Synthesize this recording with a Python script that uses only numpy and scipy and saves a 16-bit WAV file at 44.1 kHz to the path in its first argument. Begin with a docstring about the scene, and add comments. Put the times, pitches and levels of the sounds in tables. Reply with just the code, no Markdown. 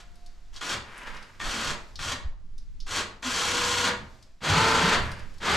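"""Wind rumble and the faint end of a winch run come first; then the electric winch is jogged in short bursts
in a concrete shop, hauling a cable against a magnet on a heavy steel part. Tooth-impact noise rattles the gears
and rings their case, sine lines make the mesh whine, and coloured noise makes the frame groan under load.
Struck modes make the solenoid clack, dying noise makes the ticks, and clumped grit grates the load on the floor.
Low sine knocks, a metal tone, a faint whistle and quiet shop air complete the scene."""
import sys
import numpy as np
from scipy import signal
from scipy.fft import rfft, irfft, next_fast_len
from scipy.io import wavfile
from scipy.ndimage import map_coordinates

SR = 44100
rng = np.random.default_rng(int(sys.argv[2]) if len(sys.argv) > 2 else 0)


def inscribe(sig):
    """Save sig as 16-bit PCM at rate SR to the path in sys.argv[1].

    A 1-D sig is mono; a 2-D sig holds one channel per row.
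    Samples are clipped to [-1, 1] before scaling.
    """
    pcm = np.round(np.clip(np.atleast_2d(sig).T, -1, 1) * 32767)
    wavfile.write(sys.argv[1], SR, pcm.astype(np.int16))


N = 245195


def amp(db):
    """Decibels to gain."""
    return 10 ** (np.asarray(db) / 20)


def rms_one(x):
    """Scale to rms 1."""
    return x / np.sqrt(np.mean(x ** 2) + 1e-20)


def seconds():
    """Time of every sample in seconds."""
    return np.arange(N) / SR


def curve(rows, index, outside=-120):
    """One column of a table drawn over time in straight lines, with a fixed value outside its span."""
    t, rows = seconds(), np.array(rows)
    out = np.full(N, float(outside))
    inside = (t >= rows[0, 0]) & (t <= rows[-1, 0])
    out[inside] = np.interp(t[inside], rows[:, 0], rows[:, index])
    return out


def plateau(start, end, level_db, rise, fall):
    """A level in dB that rises to its top and falls from it at steady rates in dB per second."""
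    t = seconds()
    return level_db - rise * np.maximum(start - t, 0) - fall * np.maximum(t - end, 0)


def at_hz(points, hz):
    """Read a spectrum on a log frequency axis."""
    points = np.array(points)
    return np.interp(np.log(hz + 1), np.log(points[:, 0]), points[:, 1])


def colour(x, spectrum):
    """Give steady noise its spectrum; rms 1."""
    size = next_fast_len(N)
    gain = amp(at_hz(spectrum, np.fft.rfftfreq(size, 1 / SR)))
    return rms_one(irfft(rfft(x, size) * gain, size)[..., :N])


def band(x, low_hz, high_hz):
    """Band-pass."""
    sos = signal.butter(2, [low_hz, min(high_hz, .45 * SR)], "band", fs=SR, output="sos")
    return signal.sosfilt(sos, x)


def drift(rate):
    """Smooth chance wander through normal random knots, rate knots a second."""
    knots = rng.standard_normal(int(N / SR * rate) + 3)
    return map_coordinates(knots, [seconds() * rate], order=2)


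def grit(per_s, spread_db):
    """Random small impacts of uneven size; rms 1."""
    sizes = amp(spread_db * np.minimum(rng.exponential(1, N), 5)) * rng.choice([-1, 1], N)
    return rms_one(sizes * (rng.random(N) < per_s / SR))


def ring(clicks, hz, t60):
    """A two-pole resonator: a unit click starts a dying sine of height 1."""
    radius, w = amp(-60 / (t60 * SR)), 2 * np.pi * hz / SR
    return signal.lfilter([0, np.sin(w)], [1, -2 * radius * np.cos(w), radius * radius], clicks + 1e-18)


# Jogs of the motor. Each row: switch-on in seconds, switch-off in seconds, gear rattle at speed in dB,
# how far below that it starts in dB, spin-up time in seconds, frame groan in dB, level change at the stop in dB.
JOGS = [(-.1, 0.004, -50, 8, .05, -52.5, 2.5), (0.528, 0.577, -46, 13, 0.018, -54, 0),
        (0.61, 0.74, -31.5, 9.5, 0.058, -33, 2.5), (1.397, 1.714, -33.5, 12.5, 0.029, -33.5, -0.5),
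        (1.99, 2.122, -31, 7, 0.078, -36, 3.5), (2.864, 2.994, -26, 21.5, 0.048, -30, 2),
        (3.224, 3.882, -28, 12.5, 0.04, -32, 9), (4.407, 4.949, -29.5, 35, 0.022, -23.5, 2),
        (5.404, 5.7, -30.5, 26, 0.028, -23.5, 9)]
GEARS_COAST_DB_PER_S, FRAME_COAST_DB_PER_S, COAST_S = 460, 143, .045   # after the current is cut
SHUDDER_S, GEARS_SHARE = 0.031, 0.13   # the jerk as the brake bites, and how many of its dB reach the gears


def motor():
    """Gains of gears and frame: both spin up after switch-on and coast briefly after switch-off."""
    t, gear, frame = seconds(), np.zeros(N), np.zeros(N)
    for on, off, rattle_db, below_db, spin_s, groan_db, stop_db in JOGS:
        live = (t >= on) & (t < off + COAST_S)
        now = t[live]
        lag_db = below_db * np.exp(-(now - on) / spin_s)
        coast = np.maximum(now - off, 0)
        jerk_db = stop_db * np.exp(-((now - off) / SHUDDER_S) ** 2)
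        gear[live] += amp(rattle_db - lag_db + GEARS_SHARE * jerk_db - GEARS_COAST_DB_PER_S * coast)
        frame[live] += amp(groan_db - lag_db + jerk_db - FRAME_COAST_DB_PER_S * coast)
    return gear, frame


# Full carrier speed, one typed value for each singing run: turns per second.
CARRIER_SPEED = [30.42, 28.38, 28.38]
SPIN_UP_S = .078   # the carrier gathers speed after switch-on


def carrier_turns():
    """Angle of the planet carrier in turns: speed climbs from rest at each switch-on towards its top."""
    t, on = seconds(), np.array(JOGS)[:, 0]
    since = t - on[np.searchsorted(on, t) - 1]
    run_ends = np.array(SINGING_RUNS)[:, 1] + .3   # each speed holds until .3 s after its run
    run = np.minimum(np.searchsorted(run_ends, t), len(SINGING_RUNS) - 1)
    speed = np.array(CARRIER_SPEED)[run] * np.tanh(since / SPIN_UP_S)
    return np.cumsum(speed) / SR


# Spectrum of the gear rattle. 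Each row: frequency in Hz, relative level in dB per Hz.
RATTLE_COLOUR = [(180, -26.5), (300, -11), (600, -16.5), (1030, -6.5), (2170, -9), (3390, -5), (5200, -7.5),
                 (6240, -6.5), (7860, -10), (9000, -17.5), (12000, -23.5), (15500, -38)]
# Gear case resonances, one entry per mode: frequency in Hz.
CASE_MODE_HZ = [815, 1064, 1122, 1305, 1438, 1660, 1820, 2310, 2745, 3290, 3430, 4530, 5960, 6270, 6760,
                7620]
# The same modes: bandwidth in Hz, which sets how fast each dies.
CASE_MODE_WIDTH_HZ = [25, 22, 20, 20, 14, 20, 8, 24, 40, 30, 150, 150, 58, 43, 52, 20]
# The same modes: relative drive in dB, before a waver and a scaling by bandwidth.
CASE_MODE_DB = [-4, 7, -1, -3, 9, 1, -3, -3, -8, 0, -6, -6, -10, -10, -9, -4]


def gears(turns, level):
    """Tooth impacts swell once a carrier turn; returns their rattle and the ringing of the case."""
    swell_db = 1.5 * np.sin(2 * np.pi * turns)
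    teeth = grit(9000, spread_db=2.5) * amp(swell_db + drift(60))
    rung = np.zeros(N)
    for hz, width, mode_db in zip(CASE_MODE_HZ, CASE_MODE_WIDTH_HZ, CASE_MODE_DB):
        t60 = np.log(1000) / np.pi / width
        mode = ring(level * teeth, hz, t60) * width / 3000
        rung += amp(mode_db + 2 * drift(12)) * mode
    return level * colour(teeth, RATTLE_COLOUR), band(rung, 940, 17000)


# Runs that make the mesh sing. Each row: start in seconds, end in seconds,
# whine at first in dB, whine at last in dB, load from 0 to 1.
SINGING_RUNS = [(3.428, 3.917, -42.5, -36, 0.08), (4.583, 4.94, -29, -34, 0.82),
                (5.499, 5.6, -37, -31.5, 0.24)]
SING_RISE_DB_PER_S, SING_FALL_DB_PER_S = 120, 220


def singing():
    """Gain of each run's whine: silent before its switch-on, then swelling as the mesh loads up."""
    t, on = seconds(), np.array(JOGS)[:, 0]
    gains = []
    for start, end, first_db, last_db, _ in SINGING_RUNS:
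        top_db = np.interp(t, [start, end], [first_db, last_db])
        swell = amp(plateau(start, end, top_db, SING_RISE_DB_PER_S, SING_FALL_DB_PER_S))
        gains.append((t > on[on < start].max()) * swell + 1e-9)
    return gains


# Lines of the gear train, 16 meshes a turn. One entry per line: cycles per carrier turn.
LINE_ORDER = [3, 6, 15, 16, 31, 32, 35, 36, 44, 47, 48, 54, 63, 64, 96]
# The same lines: relative level at light load in dB.
LINE_LIGHT_DB = [-6, -16, -20, 0, -6, -3, -7, -14, -14, -4, -8, -12, -7, -14, -6]
# The same lines: relative level at heavy load in dB.
LINE_HEAVY_DB = [-12, -8, -7, -3, -6, 0, -14, 0, -5, -6, -1, -4, -18, -9, -16]


def whine(turns):
    """Mesh lines and their side lines follow the carrier, each wavering a little; load shifts the balance."""
    gains = singing()
    load = np.clip(np.array(SINGING_RUNS)[np.argmax(gains, axis=0), -1], 0, 1)
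    lines = np.zeros(N)
    for order, light, heavy in zip(LINE_ORDER, LINE_LIGHT_DB, LINE_HEAVY_DB):
        line_db = light + load * (heavy - light) + 2 * drift(16.0)
        lines += amp(line_db) * np.sin(2 * np.pi * (order * turns + rng.random()))
    return sum(gains) * lines


# Spectrum of the frame's groan. Each row: frequency in Hz, relative level in dB per Hz.
FRAME_COLOUR = [(29, -45), (50, -19), (162, -4), (385, -3.5), (441, -5.5), (687, -3.5), (900, -2),
                (1110, -1.5), (1370, 1), (1910, -3), (5000, -11), (6500, -128), (11000, -120)]


def groan(level):
    """The frame rumbles with the pull: unsteady noise, coloured low."""
    shake = rng.standard_normal(N) * amp(0.61 * drift(30.0))
    return level * colour(shake, FRAME_COLOUR)


# Low knocks of the frame, and one deep wind thump near 2.25 s. Each row: start in seconds, pitch in Hz,
# peak level in dB before a slight waver, length in seconds.
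LOW_KNOCKS = [(1.516, 222, -40, 0.13), (1.61, 150.6, -41, 0.17), (2.112, 255, -41.5, 0.08),
              (2.237, 61.4, -27.5, 0.048), (3.234, 253.3, -32.5, 0.08), (4.45, 150, -28.5, 0.11),
              (4.489, 100, -24, 0.069), (4.548, 160.5, -22, 0.061), (4.583, 108, -25.5, 0.063),
              (4.827, 170, -21.5, 0.037), (4.868, 190, -24.5, 0.031), (4.994, 75.8, -30.5, 0.075)]


def knocks():
    """Soft low thumps: short sines that swell and fade."""
    t, thumps = seconds(), np.zeros(N)
    for start, hz, level_db, length in LOW_KNOCKS:
        swell = np.sin(np.pi * np.clip((t - start) / length, 0, 1)) ** 2
        thumps += amp(level_db) * np.sin(2 * np.pi * hz * t) * swell
    return amp(2 * drift(70)) * thumps


# The solenoid pulls in and drops out. Each row: time in seconds, strength in dB before mode levels and trim.
SOLENOID_BLOWS = [(0.616, -21), (0.7429, -25), (1.4015, -18.5), (1.6996, -20), (1.9925, -23), (2.1193, -20),
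                  (2.8697, -33), (3.2285, -22), (3.8745, -16), (4.4067, -43), (5.404, -36)]
# Modes of the solenoid. Each row: frequency in Hz, relative level in dB, decay time t60 in seconds.
SOLENOID_MODES = [(1060, -9, .04), (1180, -4, .04), (1438, -10, .06), (1680, -3, .04), (1820, -14, .22),
                  (1900, -6, .03), (2220, -8, .03), (2410, -7, .03), (3300, -10, .03), (3430, -6, .03)]
BOUNCE_S, BOUNCE_DB = .012, -3   # the plunger rebounds once


def solenoid():
    """Each clack lands twice, each blow ringing every mode by chance strength; a small part, so no bass."""
    blows = SOLENOID_BLOWS + [(s + BOUNCE_S, db + BOUNCE_DB) for s, db in SOLENOID_BLOWS]
    at, strength_db = [round(s * SR) for s, _ in blows], np.array(blows)[:, 1]
    luck_db = rng.normal(0, 3, (len(blows), len(SOLENOID_MODES)))
    clack = np.zeros(N)
    for k, (hz, mode_db, t60) in enumerate(SOLENOID_MODES):
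        clicks = np.zeros(N)
        clicks[at] = amp(strength_db + mode_db - 8.5 + luck_db[:, k])
        clack += ring(clicks, hz, t60)
    return band(clack, 850, 12000)


# Switch and small ticks. Each row: time in seconds, body strength in dB before an 8 dB cut,
# treble edge relative to the body in dB.
SWITCH_TICKS = [(0.156, -47.5, -3), (0.262, -41, -5.5), (0.5417, -40, -30), (0.5621, -29.5, -28),
                (0.9784, -46.5, 11), (1.168, -36, -28), (1.2261, -39.5, -7), (1.9568, -28.5, -32),
                (2.5799, -40, -6.5), (2.803, -31, -31), (4.226, -41, -9), (5.1162, -33.5, -2),
                (5.1927, -39.5, -6), (5.3404, -48, -4), (5.383, -43, -9)]
# Body, then edge, of a tick. Each row: low edge in Hz, high edge in Hz, decay time t60 in seconds.
BODY_AND_EDGE = [(3660, 5630, 0.061), (6560, 10800, 0.038)]


def ticks():
    """Short snaps: noise that dies fast, in a body band and a bright edge."""
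    s, body_db, share_db = np.transpose(SWITCH_TICKS)
    out = np.zeros(N)
    for (low_hz, high_hz, t60), level_db in zip(BODY_AND_EDGE, (body_db, body_db + share_db)):
        starts = np.zeros(N)
        starts[np.round(s * SR).astype(int)] = amp(level_db - 8)
        dying = signal.lfilter([1], [1, -amp(-60 / (t60 * SR))], starts + 1e-18)
        out += dying * rms_one(band(rng.standard_normal(N), low_hz, high_hz))
    return out


# The load slips on the floor. Each row: loudest moment in seconds, level there in dB before a slight waver,
# swell in dB per second, fade in dB per second.
SLIPS = [(.9, -49.5, 130, 27), (.985, -45.5, 402, 202), (1.08, -47, 104, 119), (1.154, -45, 97, 183.5),
         (4.99, -31, 898, 97), (5.13, -52, 144, 209)]
# Spectrum of the grating. Each row: frequency in Hz, relative level in dB per Hz.
FLOOR_COLOUR = [(60, -47), (164, -3.5), (372, -8), (689, -7), (1000, -1.5), (1600, 0), (2500, -4.5),
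                (4000, -15), (6590, -21), (14000, -36.5)]


def grating():
    """Steel slips on concrete: clumped grit, coloured and swelling at each slip."""
    rub = grit(4000, spread_db=3) * amp(2 * drift(40))
    slips = sum(amp(plateau(s, s, level_db, rise, fall)) for s, level_db, rise, fall in SLIPS)
    return slips * colour(rub, FLOOR_COLOUR)


# Metal ringing out. Each row: time in seconds, rms level in dB.
METAL_LEVEL = [(0.0, -67), (0.15, -69), (0.26, -62), (0.346, -75), (0.538, -79), (0.55, -77)]
RING_HZ = 705


def metal_ring():
    """One steady-pitched sine for ringing metal, swelling briefly and then sinking."""
    return amp(curve(METAL_LEVEL, index=1)) * np.sqrt(2) * np.sin(2 * np.pi * RING_HZ * seconds())


# A faint rising tone. Each row: time in seconds, pitch in Hz before a wobble, peak level in dB before a waver.
RISING_TONE = [(4.12, 540, -79), (4.26, 610, -70), (4.32, 660, -74), (4.4, 720, -77)]


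def whistle():
    """A faint unsteady sine glides up in the pause."""
    hz = curve(RISING_TONE, index=1, outside=0) + 12 * drift(40)
    level_db = curve(RISING_TONE, index=2) + 4 * drift(25)
    return amp(level_db) * np.sin(2 * np.pi * np.cumsum(hz) / SR)


# Echo decay of the shop. Each row: frequency in Hz, decay time t60 in seconds.
ECHO_T60 = [(100, 0.77), (500, 0.61), (2000, 0.4), (5000, 0.36), (12000, 0.2)]
# Spread of the echoes. Each row: frequency in Hz, side level relative to mid in dB.
ECHO_WIDTH = [(60, -25), (150, -55), (400, -10), (1500, -3.5), (5000, -6), (9000, -18)]


def shop(x):
    """Direct sound plus a diffuse tail that dies faster in the treble, partly different at each side."""
    t, tail = np.arange(SR) / SR, 0
    for low in 40 * 2 ** np.arange(0, 9.):   # octave by octave
        centre = low * np.sqrt(2)
        echoes = band(rng.standard_normal((2, SR)), low, 2 * low)   # mid and side
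        echoes[1] *= amp(at_hz(ECHO_WIDTH, centre))
        tail = tail + echoes * amp(-60 * t / at_hz(ECHO_T60, centre))
    tail = tail * np.clip(t / 0.0055, 0, 1)      # echoes build up over the first walls
    tail = tail / np.sqrt(np.sum(tail[0] ** 2))
    mid, side = signal.fftconvolve(x[None], tail, axes=1)[:, :N] * amp(-8.5)
    noise_burst = rng.standard_normal(256) / 16  # a short burst of noise widens the treble between left and right
    side = side + amp(-8.5) * band(np.convolve(x, noise_burst)[:N], 7700, 14500)
    side = side + 0.081 * band(x, 2400, 19000)
    direct = amp(-2.5) * x * amp([[.6], [-.6]])   # leans slightly left
    return direct + np.array([mid + side, mid - side])


# Wind on the microphone. Each row: time in seconds, rumble in dB before lean and buffets, flutter in dB.
WIND_LEVELS = [(0.0, -54, -70), (0.06, -41, -86), (0.6, -44, -79), (0.73, -48, -46), (0.77, -47, -42),
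               (0.99, -47.5, -72), (1.13, -39, -59), (1.31, -58, -83), (1.47, -29.5, -44), (1.61, -55, -53),
               (1.7, -37, -44), (1.9, -49, -81), (2.0, -35, -43), (2.17, -47, -41.5), (2.24, -37, -66),
               (2.28, -34, -62), (2.34, -35.5, -62), (2.83, -37, -62), (2.96, -47, -42), (3.22, -49.5, -67),
               (3.27, -50, -47.5), (4.04, -49.5, -45.5), (4.37, -50.5, -75), (4.51, -54, -36.5),
               (4.91, -44, -43), (5.02, -34.5, -30), (5.37, -46, -58), (5.56, -52, -36)]
# Spectrum of the rumble. Each row: frequency in Hz, relative level in dB per Hz.
RUMBLE_COLOUR = [(7.1, -8), (12, 7.5), (46, -10), (105, -40), (151, -29), (262, -44), (300, -44),
                 (390, -68), (660, -120)]
WIND_LEAN_DB, WIND_LUMPS_DB = -2.5, -1   # left minus right; chance buffets


def wind():
    """Lumpy pressure on the microphone, partly shared by the sides, with a faster flutter above it."""
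    shared, left, right = colour(rng.standard_normal((3, N)), RUMBLE_COLOUR)
    pressure = rms_one(shared + 0.63 * np.array([left, right]))
    lean_db = WIND_LEAN_DB / 2 * np.array([[1], [-1]])
    rumble = amp(curve(WIND_LEVELS, index=1) + WIND_LUMPS_DB * drift(9.0) + lean_db) * pressure
    flutter = rms_one(band(rng.standard_normal(N), 38, 117))
    return rumble + amp(curve(WIND_LEVELS, index=2)) * flutter


# Spectrum of the shop air. Each row: frequency in Hz, relative level in dB per Hz.
AIR_COLOUR = [(100, -9), (134, -18), (250, -20), (601, -26), (1490, -26), (3000, -30), (4800, -30),
              (7500, -34.5), (9000, -43), (15500, -47)]
# Loudness of the shop air. Each row: time in seconds, rms level in dB.
AIR_LOUDNESS = [(0, -60), (.2, -59), (.45, -61), (1.3, -56.5), (1.9, -55), (2.35, -70), (2.55, -65.5),
                (2.75, -64.5), (4.15, -56), (4.38, -65.5), (5.3, -55), (5.56, -55)]


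def air():
    """The quiet shop: coloured noise, partly shared between the sides."""
    shared, left, right = colour(rng.standard_normal((3, N)), AIR_COLOUR)
    return amp(curve(AIR_LOUDNESS, index=1)) * rms_one(shared + .5 * np.array([left, right]))


def scene():
    """Winch, load and switch in the shop; metal tone, whistle, wind and air are added without echo."""
    turns = carrier_turns()
    gear_gain, frame_gain = motor()
    rattle, rung = gears(turns, gear_gain)
    tones = whine(turns) + knocks() + rung      # mostly direct, with little echo
    winch = rattle + groan(frame_gain) + amp(-16.5) * tones + solenoid()
    in_shop = shop(winch + grating() + ticks())
    return in_shop + 0.94 * tones + metal_ring() + whistle() + wind() + air()


CUTOFF_HZ = 15600


def record(dry):
    """The microphone fades in the high treble; a steep low-pass cuts the top."""
    soft = signal.sosfilt(signal.butter(3, 13000, fs=SR, output="sos"), dry)
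    return signal.sosfilt(signal.ellip(14, .1, 100, CUTOFF_HZ, fs=SR, output="sos"), soft)


dry = scene()
out = record(dry)
inscribe(out)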